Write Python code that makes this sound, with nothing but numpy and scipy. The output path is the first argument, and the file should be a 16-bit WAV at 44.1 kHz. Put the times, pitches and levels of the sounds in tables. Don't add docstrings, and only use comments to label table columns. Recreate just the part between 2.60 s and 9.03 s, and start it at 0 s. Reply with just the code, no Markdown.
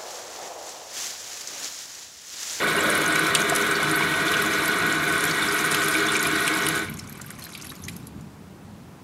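import sys
import numpy as np
from scipy import signal
from scipy.fft import rfft, irfft, next_fast_len
from scipy.io import wavfile

SR = 44100
rng = np.random.default_rng(int(sys.argv[2]) if len(sys.argv) > 2 else 0)


def unload_audio(sound):
    columns = np.transpose(np.atleast_2d(sound))
    steps = np.round(np.clip(columns, -1, 1) * 32767)
    wavfile.write(sys.argv[1], SR, steps.astype(np.int16))


N = 283563

# (time [s], crackle level [dB])
FOAM_LEVEL = [(0, -38), (1, -43), (2.3, -40.5), (3.4, -33.5), (4.12, -36.5), (4.3, -53), (4.6, -56),
              (5.05, -50), (5.3, -54.5), (5.55, -66), (6.1, -86)]


def from_db(db):
    return 10 ** (np.asarray(db) / 20)


def rms_one(x):
    return x / np.sqrt(np.mean(x ** 2) + 1e-20)


def in_time(rows):
    return np.interp(np.arange(N) / SR, *np.transpose(rows))


def drift(rate_hz):
    step = 20
    r = np.exp(-2 * np.pi * rate_hz * step / SR)
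    white = rng.standard_normal(N // step + 4002)
    slow = signal.lfilter([1], [1, -2 * r, r * r], white)[4000:]
    return np.interp(np.arange(N) / step, np.arange(len(slow)), rms_one(slow))


def resonate(x, hz, width_hz):
    r = np.exp(-np.pi * max(width_hz, 2) / SR)
    top = (1 - r * r) / 2
    return signal.lfilter([top, 0, -top], [1, -2 * r * np.cos(2 * np.pi * hz / SR), r * r], x)


def peaks(x, table):
    return x + sum(gain * resonate(x, hz, width) for hz, width, gain in table)


def butter(x, hz, kind="low"):
    return signal.sosfilt(signal.butter(2, hz, kind, fs=SR, output="sos"), x)


def coloured(spectrum):
    size = next_fast_len(N)
    hz, db = np.transpose(spectrum)
    bins_hz = np.arange(size // 2 + 1) * SR / size
    shape = from_db(np.interp(np.log(bins_hz + 1), np.log(hz), db))
    return rms_one(irfft(rfft(rng.standard_normal(size)) * shape, size)[:N])


def echo(x, t60_s):
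    t = np.arange(round(.3 * SR)) / SR
    tail = rng.standard_normal(len(t)) * from_db(-60 * t / t60_s) * (t > .002)
    return signal.fftconvolve(x, tail / np.sqrt(np.sum(tail ** 2)))[:N]


def house():
    # (frequency [Hz], relative level per Hz [dB])
    hum = [(18, -56), (30, -24), (60, -9.5), (90, -2.5), (115, -3), (169, 0.5), (237, -4), (400, -14),
           (520, -19), (1000, -21), (1640, -27.5), (3000, -33.5), (11500, -41.5), (15600, -46)]
    # (time [s], level [dB])
    rumble = [(0, -40.5), (4.05, -43.5), (4.3, -38.5), (4.6, -44), (4.75, -47.5), (5.2, -41.5),
              (5.6, -42.5), (5.85, -46), (6.3, -43.5)]
    # (pitch [Hz], width [Hz], added gain)
    room_boom = [(89, 8.6, 0.53), (155.4, 8.4, 0.67), (216.4, 11.5, 0.61)]
    split_hz, hum_db = 380, -40
    lows = peaks(butter(coloured(hum), split_hz), room_boom)
    highs = butter(coloured(hum), split_hz, "high")
    rumble_db = in_time(rumble) + 2.3 * drift(10.8)
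    return from_db(rumble_db) * lows + from_db(hum_db) * highs


def crackle(level_db, clump_db, per_s, low_hz, high_hz):
    born = rng.random(N) < per_s * from_db(clump_db * drift(20)) / SR
    strengths = from_db(3.5 * np.minimum(rng.exponential(1, N), 4))
    bursts = strengths * rng.choice([-1, 1], N) * born + 1e-18
    pitches, dealt = np.geomspace(low_hz, high_hz, 20), rng.integers(0, 20, N)
    rings = 0
    for k, hz in enumerate(pitches):
        ring = resonate(resonate(bursts * (dealt == k), hz, 0.078 * hz), hz, 0.25 * hz)
        rings = rings + ring * (hz / 8000) ** -.3
    return from_db(level_db) * rms_one(rings)


def spatter():
    trickle = [(0, -43), (2, -44), (4.1, -45.5), (4.3, -57.5), (4.7, -57.5), (5.1, -60), (5.35, -63.5),
               (5.6, -70), (6, -95)]
    # (pitch [Hz], width [Hz], added gain)
    hollow = [(1130, 330, 4.3), (2250, 390, 2.7)]
    drops = crackle(in_time(trickle), clump_db=4.0, per_s=2200, low_hz=1020, high_hz=6090)
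    return peaks(drops, hollow)


def bubbles():
    # (time [s], relative peak level [dB], starting pitch [Hz], 60 dB decay of the ring [ms], at least 5)
    ringing_bubbles = [(0.03, -20, 1200, 40), (0.075, -24.5, 557, 27), (0.117, -23, 2200, 28),
                       (0.179, -21, 1020, 30), (0.181, -23.5, 2790, 48), (0.558, -19.5, 2210, 40),
                       (0.7503, -13, 2580, 16), (0.7515, -21, 3550, 18), (0.92, -23, 670, 31),
                       (0.925, -22, 1010, 24), (0.961, -24, 3600, 15), (1.152, -25, 4460, 21),
                       (1.343, -26, 4380, 28), (1.408, -18.5, 960, 11), (1.4228, -18, 2220, 30),
                       (1.538, -21.5, 2500, 11), (1.68, -21.5, 3550, 22), (1.738, -16, 2500, 8),
                       (2.71, -23, 4480, 18), (2.823, -21, 3540, 29), (3.143, -17.5, 2530, 4.9),
                       (3.3515, -18, 2290, 26), (3.484, -24.5, 3450, 89), (3.553, -17, 2310, 26),
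                       (3.652, -20, 2330, 40), (3.8776, -15, 2320, 21), (4.0663, -18.5, 2950, 16),
                       (4.2857, -31.5, 2230, 30), (4.3252, -43, 2250, 20), (4.35, -51, 5000, 14),
                       (4.3915, -36, 2160, 18), (4.394, -38, 4120, 18), (4.4389, -51, 2280, 24),
                       (4.486, -43, 2250, 22), (4.501, -42, 1640, 18), (4.5511, -42, 2250, 25),
                       (4.597, -34.5, 1170, 9), (4.644, -39, 1580, 27), (4.705, -32, 1580, 14),
                       (4.787, -40, 1850, 22), (4.797, -46, 5700, 18), (4.8215, -35, 4200, 26),
                       (4.848, -35, 4070, 20), (4.866, -35.5, 1660, 14), (4.869, -42, 4080, 16),
                       (4.8915, -39, 1280, 28), (4.9317, -39, 3920, 21), (4.95, -28.5, 2430, 6),
                       (4.9757, -40, 3680, 20), (4.998, -40, 2680, 18), (5.0464, -38, 1870, 22),
                       (5.068, -41, 2600, 20), (5.101, -32.5, 3790, 20), (5.117, -36, 1280, 19),
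                       (5.282, -28, 2030, 7.4), (5.284, -34, 3240, 13)]
    out, t = np.zeros(N + 3000), np.arange(3000) / SR
    tear = rng.standard_normal((len(ringing_bubbles), 3000))
    for (s, db, hz, t60_ms), noise in zip(ringing_bubbles, tear):
        ring = np.sin(2 * np.pi * hz * t * (1 + 1.78 * t)) * from_db(-60000 * t / max(t60_ms, 5))
        splash = resonate(resonate(noise * np.exp(-t / 0.0056), 1.3 * hz, 0.7 * hz), hz, 0.4 * hz)
        bubble = ring * (t60_ms / 35) ** 0.6 + 0.5 * splash / np.abs(splash).max()
        bubble = bubble * (1 - np.exp(-t / 0.0011))
        i = round(s * SR)
        out[i:i + 3000] += from_db(db + 3.5) * bubble / np.abs(bubble).max()
    return out[:N]


def small_pops(start_s, stop_s, count):
    over_foam_db, spread_db = 15.5, 4.5
    low_hz, high_hz = 5500, 12700
    when, size, pitch, share = rng.random((count, 4)).T
    s = start_s + when * (stop_s - start_s)
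    db = np.interp(s, *np.transpose(FOAM_LEVEL)) + over_foam_db + spread_db * (2 * size - 1)
    return list(zip(s, db, low_hz + (high_hz - low_hz) * pitch, share))


def pops():
    # (time [s], relative peak level [dB], pitch [Hz], broad share [0-1])
    loud_pops = [(0.166, -15, 9300, 0.3), (0.1935, -18, 7350, 0.5), (0.208, -9.5, 7800, 0),
                 (0.3023, -8, 9200, 0), (0.3533, -9.5, 9150, 0.3), (0.378, -12, 11100, 0),
                 (0.4176, -11, 6800, 0.97), (0.4624, -10, 6250, 0.3), (0.4798, -12.5, 9630, 0.1),
                 (0.5247, -11, 8360, 0), (0.558, -11, 6700, 0.8), (0.5951, -11, 9000, 0.3),
                 (0.67, -11.5, 9100, 0.8), (0.7513, 0.5, 8500, 0.7), (0.7715, -14, 7000, 0),
                 (0.8053, -12, 9300, 0.9), (0.8186, -10, 6530, 0.4), (0.898, -7.5, 8000, 0.7),
                 (0.9525, -5.5, 9700, 0.5), (0.9624, -2.5, 9900, 0.96), (1.0146, -14, 7500, 0.4),
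                 (1.024, -12, 6260, 0.4), (1.113, -10.5, 8400, 0.4), (1.2307, -12, 10300, 0.8),
                 (1.314, -8.5, 9200, 0.6), (1.3604, -10.5, 11300, 0), (1.3759, -14, 11800, 0.15),
                 (1.7195, -13, 10700, 0.6), (1.77, -17, 6300, 0), (1.8229, -11, 11200, 0.2),
                 (1.8632, -15.5, 7150, 0.5), (1.9371, -12.5, 6100, 0.2), (2.0587, -9, 10000, 0.4),
                 (2.0806, -6.5, 12000, 0.25), (2.1864, -17, 9570, 0.1), (2.2672, -17, 11700, 0.1),
                 (2.326, -16, 7150, 0), (2.4843, -19, 9570, 0.1), (2.525, -12.5, 10000, 0.9),
                 (2.581, -13, 8900, 0.32), (2.608, -13, 9500, 0.3), (2.641, -7, 9700, 0.8),
                 (2.6535, -9, 10800, 0.7), (2.8873, -12, 5300, 0.05), (2.9238, -14, 10000, 0.2),
                 (2.945, -14, 11100, 0.2), (2.992, -14, 6190, 0.6), (3.051, -11.5, 9500, 0.5),
                 (3.062, -13, 9100, 0.6), (3.1134, -9, 9700, 0.4), (3.1189, -7, 10000, 1),
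                 (3.1259, -9, 11300, 1), (3.1477, -9, 11000, 0.8), (3.2455, -14, 10100, 0.5),
                 (3.2845, -11, 11300, 0.3), (3.3438, -15, 8980, 0.4), (3.3677, -18, 11000, 0),
                 (3.4685, -16, 6510, 0.3), (3.5205, -10, 9000, 0.1), (3.5678, -13, 9060, 0.5),
                 (3.596, -10.5, 6630, 0.1), (3.6288, -6, 11300, 0.7), (3.6713, -9, 9800, 0.3),
                 (3.757, -14, 9550, 0.14), (3.8077, -11.5, 10800, 0), (3.8243, -15, 11000, 0.1),
                 (3.8785, -5, 8600, 0.6), (3.94, -11.5, 4950, 0.4), (4.0377, -16, 6150, 0.4),
                 (4.067, -9.5, 9350, 0.5), (4.0878, -4.5, 10800, 0.4), (4.16, -15, 9200, 0.3),
                 (4.1935, -15, 7300, 0.8), (4.2473, -22, 9100, 0.39), (4.2993, -17, 12300, 0),
                 (4.3416, -22, 11300, 0.6), (4.3721, -24, 6640, 0.5), (4.392, -22, 7300, 0.3),
                 (4.3968, -18, 5500, 0.2), (4.4763, -25, 6500, 0.7), (4.4968, -21, 11800, 0.24),
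                 (4.5272, -22, 11600, 0.3), (4.556, -29, 8540, 0.5), (4.5771, -29, 11700, 0.5),
                 (4.617, -17, 7200, 0.9), (4.665, -23, 11700, 0), (4.7057, -16.5, 6860, 1),
                 (4.715, -25, 12200, 0), (4.7886, -26, 9350, 0.8), (4.7956, -25, 11400, 0.4),
                 (4.841, -19, 12700, 0.4), (4.855, -24, 12000, 0), (4.8924, -29, 7200, 0.6),
                 (4.924, -29, 10500, 0.5), (4.9398, -28, 7300, 0.63), (4.9517, -24, 4870, 0.6),
                 (4.9772, -21, 11700, 0.4), (5.015, -21, 4970, 0.6), (5.0235, -22.5, 6040, 0.4),
                 (5.0465, -22, 10700, 0.6), (5.053, -24, 10600, 0.47), (5.07, -22, 11300, 0.1),
                 (5.0964, -24, 10900, 0), (5.12, -28, 9000, 1), (5.1543, -27, 13000, 0.2),
                 (5.2236, -30, 11400, 0), (5.2401, -22.5, 6100, 0.2), (5.2514, -24, 6500, 0.3),
                 (5.285, -16.5, 5200, 0.9), (5.2965, -23, 10600, 0.55), (5.3665, -20, 11300, 0.55),
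                 (5.3788, -36, 12800, 0.65), (5.4714, -22.5, 11000, 0.5), (5.6112, -34, 7100, 0.6)]
    rows = loud_pops + small_pops(0, 4.3, 90) + small_pops(4.3, 5.35, 40)
    rise_s, fall_s = 0.0014, 0.001
    skirt_s, skirt_db = 0.0056, -9
    out, t = np.zeros(N + 900), np.arange(900) / SR - .007
    swell = np.where(t < 0, np.exp(-(t / rise_s) ** 2), np.exp(-np.abs(t) / fall_s))
    skirt = np.exp(-np.abs(t) / skirt_s) * np.minimum(1, (t - t[0]) / 0.0032)
    swell = swell + from_db(skirt_db) * skirt
    for (s, db, hz, share), burst in zip(rows, swell * rng.standard_normal((len(rows), 900))):
        broad = rms_one(resonate(resonate(burst, 4800, 4900), 11300, 8000))
        ringing = rms_one(resonate(resonate(burst, hz, 0.093 * hz), hz, 0.3 * hz))
        share = np.clip(share, 0, 1)
        pop = np.sqrt(1 - share) * ringing + np.sqrt(share) * broad
        i = max(round((s + t[0]) * SR), 0)
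        out[i:i + 900] += from_db(db - 7.5) * pop / np.abs(pop).max()
    return out[:N]


def surface():
    tank_t60_s, tank_wet_db = 0.07, -10
    foam = crackle(in_time(FOAM_LEVEL), clump_db=4.5, per_s=1500, low_hz=1492, high_hz=12000)
    bursts = pops() + bubbles() + foam + spatter()
    bursts = butter(bursts, 12800)
    return bursts + from_db(tank_wet_db) * echo(bursts, tank_t60_s)


def gurgle(flow_db):
    start_db, sag_db_per_s = -39.5, 3.5
    hz, width_hz = 530, 156
    white = rng.standard_normal(N)
    splash = rms_one(resonate(resonate(white, hz, width_hz), hz, 2 * width_hz))
    level_db = start_db + flow_db - sag_db_per_s * np.arange(N) / SR + 3.0 * drift(2.0)
    return from_db(level_db) * splash


def spray(flow_db):
    # (frequency [Hz], relative level per Hz [dB])
    hiss_spectrum = [(150, -58), (250, -2), (406, 6), (583, -8.5), (810, -4.5), (1480, 3), (1760, -2.5),
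                     (2210, 8.5), (2720, -8), (3520, -3.5), (4810, -14.5), (11200, -17), (15600, -25.5)]
    full_flow_db, follows = -30.5, 0.88
    room_t60_s, room_wet_db = 0.3, -5
    edges_hz, together = [2600, 4600, 7500, 11000, 17000], drift(30)
    hiss = butter(coloured(hiss_spectrum), edges_hz[0])
    for low, high in zip(edges_hz, edges_hz[1:]):
        droplets = butter(coloured(hiss_spectrum), [low, high], "band")
        hiss = hiss + from_db(2.2 * together + 2.2 * drift(52)) * droplets
    hiss = from_db(full_flow_db + follows * flow_db) * hiss
    return hiss + from_db(room_wet_db) * echo(hiss, room_t60_s)


def singing(flow_db):
    mode_hz = [154, 178, 216, 261, 292, 317, 403, 430, 490, 647, 671, 704, 909, 965, 1095, 1212, 1281, 1360,
               1410, 1462, 1505, 1575, 1646, 1850, 1910, 2187, 2368, 2910, 3560, 3700, 4000]
    # (width [Hz], relative level [dB])
    mode_shape = [(8.8, -1.5), (17.9, -9.5), (8.8, -5), (10, -14.5), (16.1, -4.5), (13, 2.5), (15.3, 1),
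                  (14, -6), (10.9, -8), (10.2, -8), (14.1, -7), (17.4, -6), (12.9, -9.5), (70, -18),
                  (84, -7), (30.6, -6.5), (35.7, -4.5), (38.2, -4.5), (22, -13), (24.2, 4), (23.4, 4),
                  (43.3, -4), (24.2, -2), (49, -8), (42.3, -5), (45.4, -12), (27.6, -8), (40, -12.5),
                  (60.4, -13), (60.4, -19.5), (262, -18.5)]
    full_flow_db, waver_db = -25, 0.1
    foot = 2.6
    white = rng.standard_normal((3, N))
    modes = 0
    for k, (hz, (width, db)) in enumerate(zip(mode_hz, mode_shape)):
        mode = resonate(resonate(white[k % 3], hz, width), hz, foot * width)
        modes = modes + from_db(db + waver_db * drift(4.2)) * mode
    return from_db(full_flow_db + flow_db + 0.38 * drift(38.0)) * rms_one(modes)


def scene():
    # (time [s], level re full flow [dB])
    flow = [(0, 1.5), (4.05, 0), (4.15, -2.5), (4.22, -3.5), (4.28, -15.5), (4.36, -27.5), (4.7, -32),
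            (5.4, -45), (6.1, -65)]
    # (pitch [Hz], width [Hz], added gain)
    treble = [(3940, 220, 0.24), (6520, 110, 0.48), (7300, 130, 0.8), (9350, 380, 0.7), (11300, 1600, 0.55)]
    flow_db = in_time(flow)
    jet = singing(flow_db) + spray(flow_db) + gurgle(flow_db)
    return (peaks(jet + surface(), treble) + house())[None]


def record(dry):
    cutoff_hz = 15720
    return signal.sosfilt(signal.ellip(10, .5, 60, cutoff_hz, fs=SR, output="sos"), dry)


dry = scene()
out = record(dry)
unload_audio(out)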